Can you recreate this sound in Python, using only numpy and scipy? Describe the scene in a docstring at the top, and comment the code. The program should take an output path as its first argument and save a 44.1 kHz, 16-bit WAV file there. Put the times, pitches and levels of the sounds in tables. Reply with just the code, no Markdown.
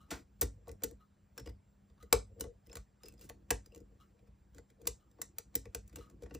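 """A steel pick lifts the pins of a lock held in a plastic block in a bench vice, for about six seconds.
From the start the room hums and whines faintly, a clock ticks each second, and fingers rub (filtered noise).
Slips of the pick begin at 0.1 s: bursts of tiny metal contacts, each followed by a holder knock and a stand thump.
Creaks join at 0.5 s and singing tones of the pick at 1.4 s; the hardest slip comes at 2.1 s, a strong pair at
3.5 s, and slips go on to the end. Last, a noise suppressor turns the steady noise down between the sounds."""
import sys
import numpy as np
from scipy import signal
from scipy.fft import rfft, irfft, next_fast_len
from scipy.io import wavfile
from scipy.ndimage import uniform_filter1d

SR = 44100
rng = np.random.default_rng(int(sys.argv[2]) if len(sys.argv) > 2 else 0)


def put_to_file(sound):
    """Save the sound as 16-bit audio at rate SR, in the file named by the first command-line argument."""
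    columns = np.atleast_2d(sound).T  # one column per channel
    safe = np.clip(columns, -1, 1)
    whole_steps = np.round(safe * 32767)
    wavfile.write(sys.argv[1], SR, whole_steps.astype(np.int16))


N = 281799  # length in samples


def from_db(db):
    """Turn decibels into a plain loudness factor."""
    return 10 ** (np.asarray(db) / 20)


def rms_one(x):
    """Scale a signal to an average strength (rms) of 1."""
    return x / np.sqrt(np.mean(x ** 2) + 1e-20)


def at_hz(points, hz):
    """Read a curve of (Hz, value) points, with straight lines over log frequency."""
    point_hz, values = np.array(points).T
    return np.interp(np.log(hz), np.log(np.maximum(point_hz, 1)), values)


def band(x, low, high):
    """Keep only the part of a sound between two frequencies."""
    return signal.sosfilt(signal.butter(2, [low, high], "band", fs=SR, output="sos"), x + 1e-18)


def drift(rate):
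    """Slow random wandering of spread about 1; a higher rate wanders faster."""
    knots = rng.standard_normal(int(N / SR * 100) + 2)  # 100 per second
    width = max(int(50 / rate), 1)
    smooth = uniform_filter1d(uniform_filter1d(knots, width), width)
    return np.interp(np.arange(N) / SR * 100, np.arange(len(knots)), rms_one(smooth))


def ring(force, modes):
    """A force sets several modes ringing side by side; each is a tone that dies away."""
    out = 0
    for k, (hz, level_db, t60) in enumerate(modes):
        r = from_db(-60 / (t60 * SR))  # what is left after one sample
        w = 2 * np.pi * hz / SR
        tone = signal.lfilter([0, np.sin(w)], [1, -2 * r * np.cos(w), r * r], force + 1e-18)
        out = out + (-1) ** k * from_db(level_db) * tone  # signs alternate
    return out


def grit(shape, spread_db):
    """Dense contacts of uneven size, as noise of rms 1."""
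    return rms_one(rng.standard_normal(shape) * from_db(spread_db * rng.standard_normal(shape)))


def swells(rows):
    """Each row (start s, length s, dB) rises and falls smoothly over its length."""
    out = np.zeros(N + SR)
    for s, length, level_db in rows:
        shape = np.hanning(int(length * SR))
        at = round(s * SR)
        out[at:at + len(shape)] += from_db(level_db) * shape
    return out[:N]


def pushes(levels_db, soft_s, delay_s):
    """One rounded push for every slip, a little after it; a longer push is softer."""
    force = np.zeros(N + SR)
    at = ((np.array(SLIPS)[:, 0] + delay_s) * SR).astype(int)
    force[at] = from_db(levels_db)
    shape = np.hanning(int(soft_s * SR) + 3)
    return np.convolve(force, shape / shape.sum())[:N]


# Colour of the room noise. Each row: frequency in Hz, relative level in dB per Hz.
AIR_COLOUR = [(30, -7), (60, -3), (130, -8.5), (300, -20), (700, -26), (1500, -33.5), (3500, -42.5),
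              (7000, -44.5), (11000, -46), (16000, -70.5)]
# How alike the left and right ports hear the room. Each row: frequency in Hz, likeness (0 none, 1 the same).
LIKENESS = [(60, 0.99), (200, .9), (300, 0.22), (480, 0.37), (800, 0), (1300, .3), (1700, 1), (16000, 0.93)]
# Mains hum and electric whines. Each row: frequency in Hz, level in dB rms before the waver.
HUM_TONES = [(200, -69), (7381, -87.5), (10637, -102), (14761, -90)]
AIR_DB, HUM_WAVER_DB = -61.5, 1.5


def two_ports(mid, side, hz):
    """Blend shared and opposite noise into left and right, as alike as the room makes them at this frequency."""
    alike = np.clip(at_hz(LIKENESS, hz), 0, 1)
    return np.sqrt(1 + alike) * mid + np.sqrt(1 - alike) * side * [[1], [-1]]


def air():
    """Room noise, least alike at the two ports in the middle range, with mains hum and thin electric whines."""
    hz = np.maximum(np.arange(N // 2 + 1) * SR / N, 1)
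    mid, side = rfft(rng.standard_normal((2, N)))
    both = two_ports(mid, side, hz)
    out = from_db(AIR_DB) * rms_one(irfft(both * from_db(at_hz(AIR_COLOUR, hz)), N))
    for tone_hz, level_db in HUM_TONES:
        size = np.sqrt(2) * from_db(level_db + HUM_WAVER_DB * drift(8))
        out += size * np.sin(2 * np.pi * tone_hz * np.arange(N) / SR)
    return out


# How long the room echoes. Each row: frequency in Hz, time in seconds to fall by 60 dB.
ROOM_DECAY = [(300, 0.2), (1000, 0.17), (3000, 0.18), (8000, .2), (15000, 0.027)]
# Tone of the echoes. Each row: frequency in Hz, relative level in dB.
ROOM_TONE = [(300, 2), (800, 2.5), (2000, -3), (15000, -4.5)]
ROOM_DB, ROOM_RISE_S = -11, 0.0024


def room(x):
    """Dense reflections: noise that dies band by band, as alike at the two ports as the room noise."""
    t = np.arange(int(.4 * SR)) / SR
    edges = 200 * 2 ** np.arange(0, 7.0, .5)  # half-octave bands from 200 Hz
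    tail = 0
    for low, high in zip(edges, edges[1:]):
        mid, side = band(rng.standard_normal((2, len(t))), low, high)
        hz = np.sqrt(low * high)
        fade_db = -60 * t / at_hz(ROOM_DECAY, hz)
        tail = tail + two_ports(mid, side, hz) * from_db(fade_db + at_hz(ROOM_TONE, hz))
    tail *= np.clip(t / ROOM_RISE_S, 0, 1) ** 2
    tail /= np.sqrt(np.sum(tail ** 2) / 2)
    return from_db(ROOM_DB) * signal.oaconvolve(x[None], tail, axes=1)[:, :N]


# Clock ticks. Each row: start in seconds, relative level in dB.
CLOCK_TICKS = [(0.005, -70.5), (1, -77), (2.002, -70.5), (3.0, -82), (4.001, -70.5), (5.001, -77.5),
               (6.001, -65.5)]
# Rattles within one tick. Each row: delay in seconds, relative level in dB.
TICK_RATTLES = [(0, 0.5), (.008, 4), (0.022, 1.5), (0.037, -5.5), (0.059, -5)]
# Ringing of the clock case. Each row: frequency in Hz, relative level in dB, seconds to fall by 60 dB.
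CLOCK_CASE = [(1110, -4.5, 0.027), (1248, 8, .07), (1849, -16, .02), (2850, -4.5, 0.031),
              (4100, -2.5, 0.019), (5000, -17.5, .02)]


def clock():
    """Each tick is a few blurred rattles, heard directly and through the case."""
    force = np.zeros(N + SR)
    t = np.arange(SR // 10) / SR
    for s, level_db in CLOCK_TICKS:
        for delay, step_db in TICK_RATTLES:
            at = round((s + delay) * SR)
            fade = from_db(level_db + step_db - 24 - 60 * t / .06)
            force[at:at + len(t)] += fade * rng.standard_normal(len(t))
    force = force[:N]
    return ring(force, CLOCK_CASE) + from_db(21.5) * band(force, 900, 16000)


# Hands on the tools. Each row: time in seconds, relative rub on the holder in dB, relative stand sway in dB.
HAND_MOVES = [(0.0, -80.5, -79), (0.16, -51.5, -60), (0.4, -88, -69.5), (0.6, -69, -56.5),
              (1.1, -97, -75.5), (1.42, -71.5, -54), (1.6, -93, -68.5), (2.0, -76.5, -70),
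              (2.4, -66, -53.5), (2.7, -87.5, -75.5), (3.05, -96, -80), (3.2, -62.5, -65),
              (3.55, -67.5, -58.5), (3.85, -67.5, -71.5), (4.7, -75.5, -68.5), (5.3, -66, -65.5),
              (5.75, -74.5, -56.5), (6.1, -62, -70), (6.39, -61.5, -54)]


def hands():
    """Glide from row to row, giving the levels of the rub and of the sway over time."""
    s, rub_db, sway_db = np.transpose(HAND_MOVES)
    t = np.arange(N) / SR
    return np.interp(t, s, rub_db), np.interp(t, s, sway_db)


# Vice on its ball stand. Each row: frequency in Hz, relative level in dB, seconds to fall by 60 dB.
STAND_MODES = [(53.3, 5, .25), (82, -1, 0.14), (97, -12, 0.9), (121, 1, 0.1)]


def stand(sway_db):
    """The heavy stand thumps in low, slow tones after each slip and sways under the hands."""
    sway = from_db(sway_db) * rms_one(ring(rng.standard_normal(N), STAND_MODES))
    thump_db = np.array(SLIPS)[:, 6]
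    thump = ring(pushes(thump_db, soft_s=0.0049, delay_s=0.0092), STAND_MODES)
    return from_db(3.5) * thump + from_db(-3.5) * sway


# Plastic holder. Each row: frequency in Hz, relative level in dB, seconds to fall by 60 dB.
HOLDER_MODES = [(416.7, -3, 0.074), (439.4, 3, 0.046), (479.3, 3, 0.06), (607, -5.5, .06),
                (714.7, -6.5, 0.046), (782.3, -12, 0.043), (888, -18, 0.13), (1110, -5.5, 0.03)]
# Jaws of the vice. Each row: frequency in Hz, relative level in dB, seconds to fall by 60 dB.
JAW_MODES = [(150, -4, 0.063), (218, -2, 0.038), (269, -5, 0.24), (318.6, 2, 0.097), (366.5, -6.5, 0.11)]
# The holder creaks under the wrench. Each row: start in seconds, length in seconds, relative level in dB.
HOLDER_CREAKS = [(0.51, 0.16, -60.5), (0.87, 0.087, -52), (1.87, .065, -73.5), (2.28, 0.062, -56),
                 (2.34, 0.084, -51), (2.42, 0.087, -41), (3.03, 0.039, -46), (3.09, .07, -57.5),
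                 (3.7, .13, -59.5), (3.875, .075, -58.5), (4.11, 0.086, -62), (4.195, 0.056, -61),
                 (4.75, .14, -52.5), (5.15, 0.064, -70), (5.57, 0.041, -66), (5.645, 0.047, -60),
                 (6.08, 0.16, -64.5)]
# The upper modes answer the metal: dB over it, and dB per dB of brightness.
RAP_DB, RAP_PER_BRIGHT = 3, -2.6


def holder(rub_db):
    """Block and jaws answer a few ms after each slip and mutter under the fingers; the block also creaks."""
    rub = from_db(rub_db + 2.6 * drift(25)) * grit(N, spread_db=3.5)
    creak = swells(HOLDER_CREAKS) * grit(N, spread_db=-1)
    metal_db, bright_db, knock_db, jaw_db = np.array(SLIPS)[:, 2:6].T
    knock = from_db(4.5) * pushes(knock_db, soft_s=0.0011, delay_s=.003)
    rap = pushes(metal_db + RAP_DB + RAP_PER_BRIGHT * bright_db, soft_s=0.0008, delay_s=.0025)
    jaw_push = from_db(-0.5) * pushes(jaw_db, soft_s=0.0022, delay_s=.004)
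    # knocks and creaks wake the three lowest modes, raps the others, rubbing all of them
    block = ring(knock + from_db(-30.0) * creak, HOLDER_MODES[:3])
    block = block + ring(rap, HOLDER_MODES[3:])
    block = block + ring(from_db(-41.0) * rub, HOLDER_MODES)
    return block + ring(jaw_push + from_db(-32) * rub, JAW_MODES)


# Tip or shaft of the pick sings after it is caught; the pitch follows grip and free length.
# Each row: start in seconds, relative level in dB, seconds to fall by 60 dB, frequency in Hz.
PICK_TONES = [(1.38, -48, 0.058, 5400), (1.457, -58, 0.046, 5060), (1.47, -57, 0.035, 5050),
              (1.487, -63, 0.04, 4990), (2.405, -59, .06, 5200), (2.662, -65.5, 0.038, 5150),
              (2.69, -73, .04, 5160), (2.715, -56, 0.062, 5200), (3.034, -51, 0.047, 5050),
              (3.055, -49, .05, 5090), (3.075, -70, .15, 5050), (3.176, -72, .1, 5000),
              (3.212, -66, .1, 5080), (3.659, -64, 0.036, 4900), (3.72, -72.5, 0.044, 5100),
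              (3.76, -65, 0.037, 5100), (3.803, -72, .03, 4970), (1.379, -51, 0.046, 1570),
              (1.46, -52, .04, 2880), (2.408, -51, 0.052, 2950), (2.695, -61, 0.043, 2580),
              (3.056, -64, .06, 2710), (3.083, -61, 0.046, 2680), (3.121, -68, .04, 2590),
              (3.212, -63, .05, 2750), (3.505, -34, .05, 1630), (3.72, -63.5, 0.044, 2800),
              (3.747, -56, 0.026, 2940), (3.76, -62, .03, 2780), (5.217, -48, 0.034, 1970),
              (5.958, -54, 0.046, 2805), (6.308, -56, .03, 2780), (6.351, -49, 0.034, 2730),
              (5.22, -55, 0.087, 5950), (5.385, -57, 0.082, 5790), (5.656, -53, 0.036, 2410)]
SING_ATTACK_S = 0.0013


def singing(width_hz):
    """A narrow resonance kept going by rough friction: a tone whose size and phase wander."""
    t, out = np.arange(N) / SR, np.zeros(N)
    slow = signal.butter(2, width_hz, fs=SR, output="sos")
    wander = signal.sosfilt(slow, rng.standard_normal((2, N)))
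    wander = rms_one(wander[0]) + 1j * rms_one(wander[1])
    for s, level_db, t60, hz in PICK_TONES:
        at = round(s * SR)
        since = t[:min(SR // 2, N - at)]
        end = at + len(since)
        size = (1 - np.exp(-since / SING_ATTACK_S)) * from_db(level_db - 60 * since / t60)
        out[at:end] += size * np.real(wander[at:end] * np.exp(2j * np.pi * hz * since))
    return from_db(-1) * out


# Slips of the pick. Each row: start in seconds, seconds for the chatter to sink by 9 dB, then relative levels:
# metal in dB, brightness in dB per band, holder knock in dB, jaw knock in dB, stand thump in dB.
SLIPS = [(0.105, 0.013, -48, 0, -66, -77, -83), (0.112, 0.041, -54, -3, -45.5, -38, -53.5),
         (0.411, 0.0056, -42.5, 14, -40.5, -45.5, -40), (0.416, 0.0082, -39.5, 0, -34.5, -61, -65.5),
         (0.424, 0.013, -45, 5.5, -51, -36.5, -42.5), (0.6716, 0.0022, -64.5, -7, -51.5, -52, -74),
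         (0.6798, 0.0046, -62, 7.5, -48.5, -57, -52.5), (0.691, 0.0039, -56, -0.5, -51.5, -66, -52),
         (0.715, 0.0021, -54.5, 6.5, -54, -54, -86), (0.8206, 0.0035, -60, -3, -48, -56, -79),
         (0.8343, 0.0094, -40.5, 5.5, -37, -41.5, -55), (0.911, 0.0015, -54, 3, -70, -51.5, -57),
         (1.369, 0.0082, -79, -2, -58, -62, -76), (1.3771, 0.0061, -49, 2, -51.5, -52.5, -63),
         (1.395, 0.0083, -58, 1.5, -53.5, -54, -60.5), (1.4594, 0.0051, -59, 0, -47, -46.5, -50.5),
         (1.472, 0.0059, -60, -2.5, -65, -50, -50), (1.49, 0.0095, -66.5, 1.5, -55, -59, -66.5),
         (1.898, .0061, -76.5, -1, -65, -78.5, -74.5), (1.978, 0.0055, -76.5, -3, -79, -66.5, -62.5),
         (2.0257, 0.0066, -62.5, 1.5, -53.5, -59, -63.5), (2.1261, 0.0039, -19.5, 3, -23, -40, -38),
         (2.396, 0.0092, -63.5, 6, -47, -73, -65), (2.4074, 0.0047, -40.5, 6, -42.5, -43.5, -55),
         (2.439, 0.0043, -56, -1.5, -48, -47.5, -51), (2.664, .0028, -68.5, 0.5, -80, -66, -60),
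         (2.6689, 0.0023, -63, 2.5, -64, -55, -60), (2.6966, .0027, -62.5, -0.5, -55.5, -58.5, -64),
         (2.719, 0.0033, -66, -3, -66, -89, -69), (2.7282, 0.0038, -56, 1.5, -62, -58, -57.5),
         (2.7538, 0.0047, -46.5, 3, -49.5, -57, -54), (2.768, 0.005, -50, 2.5, -83, -66, -55.5),
         (3.0332, 0.0026, -54.5, 3, -57, -60.5, -60.5), (3.057, 0.006, -65, 5.5, -79, -61, -67.5),
         (3.0829, 0.0039, -60.5, 9, -72, -58.5, -60), (3.123, 0.0021, -64.5, 3.5, -76, -59.5, -73),
         (3.1375, 0.0036, -66, 3.5, -80, -64, -64.5), (3.18, .0027, -73, -1, -75, -64, -79),
         (3.192, .0037, -68, 4, -65, -72.5, -71), (3.2108, 0.0036, -63, 6.5, -60, -75.5, -69.5),
         (3.216, 0.022, -72.5, 5, -62.5, -68, -62), (3.238, 0.033, -73, 4, -64, -55.5, -58),
         (3.29, 0.0066, -58, 5.5, -65, -56, -59.5), (3.2964, 0.0023, -44, 1, -54.5, -75.5, -67.5),
         (3.5047, 0.0058, -28, 1.5, -33, -38, -42.5), (3.5089, 0.0013, -27, 4.5, -55, -65, -85),
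         (3.6593, .0048, -61.5, 3.5, -63.5, -60, -66.5), (3.7217, 0.0017, -70, 2, -57.5, -60, -67),
         (3.7474, 0.0023, -55.5, 3.5, -78, -58, -70), (3.76, 0.0014, -54, 5, -52.5, -51, -78),
         (3.777, .003, -64, 4, -68, -76, -72.5), (3.8030, .0025, -65.5, 2, -57, -53, -57),
         (4.191, 0.0047, -75.5, -4, -94, -67.5, -62), (4.27, .016, -80.5, -0.5, -64.5, -70, -60),
         (4.546, 0.0037, -65, 3.5, -60.5, -54.5, -65), (4.56, .029, -82, -1, -65, -56, -58.5),
         (4.5818, 0.003, -55, 1, -54.5, -57, -73), (4.7006, 0.0052, -68, 1.5, -70, -62, -65.5),
         (4.815, 0.005, -65.5, 4.5, -61, -53.5, -62), (4.854, 0.0044, -62.5, -1, -65, -47.5, -73),
         (4.8703, 0.0066, -34.5, 6.5, -41, -53, -51.5), (5.1128, 0.0037, -72, 2, -71.5, -78, -64),
         (5.1853, 0.0043, -77.5, -9, -56, -51.5, -68), (5.2153, 0.005, -42, 6, -58, -63, -58.5),
         (5.3834, 0.0038, -42.5, 5.5, -55.5, -66, -89), (5.542, 0.0048, -66.5, -1, -61, -51, -62),
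         (5.5526, 0.0051, -36, 7.5, -44.5, -42, -49.5), (5.654, 0.0052, -62.5, -1, -50, -57, -53),
         (5.7465, 0.0049, -38, 3.5, -44, -51.5, -54), (5.8763, 0.005, -68, 9.5, -83, -78, -77),
         (5.895, 0.0047, -68.5, 1, -80, -75, -58), (5.9266, 0.0078, -69.5, 0.5, -64, -56.5, -61),
         (5.9571, 0.0054, -51.5, 6, -59, -63.5, -56.5), (5.967, 0.0047, -57.5, 0, -54.5, -50, -54.5),
         (5.984, 0.011, -66.5, -1.5, -50, -52, -58.5), (6.098, 0.0043, -65.5, 2, -67, -58, -68),
         (6.11, 0.0036, -71.5, -1, -64.5, -59.5, -63), (6.2206, 0.0075, -66, 2.5, -43.5, -52, -51),
         (6.2328, 0.0059, -61.5, 0.5, -57, -58.5, -61), (6.2595, 0.0064, -69.5, -5.5, -79, -74, -74),
         (6.296, 0.0067, -77, -1, -68, -69, -69), (6.3081, 0.0057, -66.5, -5.5, -52.5, -49.5, -54.5),
         (6.341, 0.0081, -61.5, 6, -72, -43.5, -55), (6.3473, 0.0038, -50.5, 1.5, -47, -52, -73)]
# The pick drags over the pins. 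Each row: start in seconds, length in seconds, relative level in dB.
PIN_SCRAPES = [(0.08, .18, -65.5), (0.66, 0.25, -97), (1.36, .14, -83), (2.66, 0.22, -73),
               (3.0, 0.14, -67.5), (3.17, 0.097, -68.5), (3.7, 0.19, -91), (3.85, 0.41, -82),
               (4.5, 0.12, -82), (5.4, 0.75, -80.5), (5.95, 0.16, -72), (6.3, 0.2, -74.5)]
# Bands of the contact noise. Each row: lower edge in Hz, upper edge in Hz.
METAL_BANDS = [(600, 2500), (2500, 5500), (5500, 9500), (9500, 19000)]
# Tone common to all slips: one relative level in dB for each band.
METAL_TONE_DB = [-1.5, -0.72, 0.5, -0.5]
# Wrench and plug. Each row: frequency in Hz, relative level in dB, seconds to fall by 60 dB.
STEEL_MODES = [(1600, -5.5, 0.014), (2030, -5, 0.058), (2556, 4.5, 0.008), (4170, -8, 0.0044),
               (5800, -14.5, 0.0089), (7427, -4, 0.032), (8050, -1.5, .02), (10760, -4.5, .015),
               (12800, -1.5, 0.041), (14700, 0.5, 0.022)]


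def metal():
    """Slips and scraping are bursts of tiny contacts, heard directly and through the modes of the steel."""
    t = np.arange(SR // 10) / SR
    scrape = swells(PIN_SCRAPES) * from_db(1.7 * drift(40)) * from_db(-10)
    strength = np.tile(scrape, (4, 1))  # one row for each band
    steps = np.arange(4) - 1.5  # brightness tilts the bands around their middle
    for s, length, level_db, bright_db, *_ in SLIPS:
        shape = (1 - np.exp(-t / 0.0011)) * from_db(-9.0 * (t / length) ** 2)
        band_db = level_db + bright_db * steps + METAL_TONE_DB
        at = round(s * SR)
        strength[:, at:at + len(t)] += from_db(band_db)[:, None] * shape[:N - at]
    contacts = strength * grit((4, N), spread_db=-1.5)
    force = 0
    for noise, (low, high) in zip(contacts, METAL_BANDS):
        force = force + band(noise, low, high) * np.sqrt(SR / 2 / (high - low))  # make up for the band's width
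    # every slip touches another spot, so it wakes the modes in its own proportions
    latest = np.searchsorted(np.array(SLIPS)[:, 0], np.arange(N) / SR)
    spots = from_db(4 * rng.standard_normal((len(SLIPS) + 1, len(STEEL_MODES))))
    rings = sum(ring(force * spot[latest], [mode]) for spot, mode in zip(spots.T, STEEL_MODES))
    return from_db(-1.0) * force + from_db(-33.5) * rings


def scene():
    """Add up all the sources and their echoes in the room."""
    rub_db, sway_db = hands()
    metal_and_clock = metal() + singing(width_hz=64) + clock()
    block = holder(rub_db)
    # the block reaches the microphone mostly through the bench, so less of it fills the room
    echoes = room(metal_and_clock + from_db(-2) * block)
    return metal_and_clock + block + echoes + stand(sway_db) + air()


SUPPRESS_DB = -8.5  # gain of a band that is fully turned down
OPEN_DB = 2.5  # height over the steady noise that halves this cut


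def suppress(x):
    """Where a band holds only its steady noise the gain sinks; any sound above it lets the noise through too."""
    spectra = signal.stft(x, nperseg=1024, noverlap=768)[2]
    power = np.mean(np.abs(spectra) ** 2, axis=0)
    power = uniform_filter1d(uniform_filter1d(power, size=9, axis=0), size=5, axis=1)
    steady = np.percentile(power, 25, axis=1, keepdims=True) + 1e-20
    over = power / steady / from_db(2 * OPEN_DB)  # doubled dB, because this compares powers
    gain = from_db(SUPPRESS_DB / (1 + over ** 2))
    return signal.istft(spectra * gain, nperseg=1024, noverlap=768)[1][:, :N]


# Cavity before the microphone. Each row: frequency in Hz, relative level in dB, seconds to fall by 60 dB.
PORT_CAVITY = [(14400, -12, 0.0041)]
# Timing of the microphone pair. Each row: frequency in Hz, phase in radians by which left leads right.
LEFT_LEAD = [(300, 0), (520, .2), (1210, 0), (4400, 0), (5500, -.3), (7060, -1.3), (10200, -2.5),
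             (11800, -np.pi), (13600, -3.6), (15200, -4.4), (17000, -4.4)]
# Balance of the microphone pair. Each row: frequency in Hz, left minus right in dB.
LEFT_LEAN = [(200, 0), (300, 1.5), (480, 3.2), (700, 1), (1290, 0)]
RUMBLE_CUT_HZ, TOP_CUT_HZ = 40, 17000


def record(dry):
    """Two ports agree in the bass and part in phase towards the treble; rumble, steady noise and top are cut."""
    dry = dry + ring(dry, PORT_CAVITY)
    size = next_fast_len(N + SR // 10)
    hz = np.maximum(np.arange(size // 2 + 1) * SR / size, 1)
    # left gets half of the difference, right the opposite half
    half = from_db(at_hz(LEFT_LEAN, hz) / 2) * np.exp(.5j * at_hz(LEFT_LEAD, hz))
    ports = irfft(rfft(dry, size) * [half, 1 / half], size)[:, :N]
    no_rumble = signal.butter(6, RUMBLE_CUT_HZ, "high", fs=SR, output="sos")
    ports = suppress(signal.sosfilt(no_rumble, ports))
    return signal.sosfilt(signal.cheby2(12, 70, TOP_CUT_HZ, fs=SR, output="sos"), ports)


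dry = scene()
out = record(dry)
put_to_file(out)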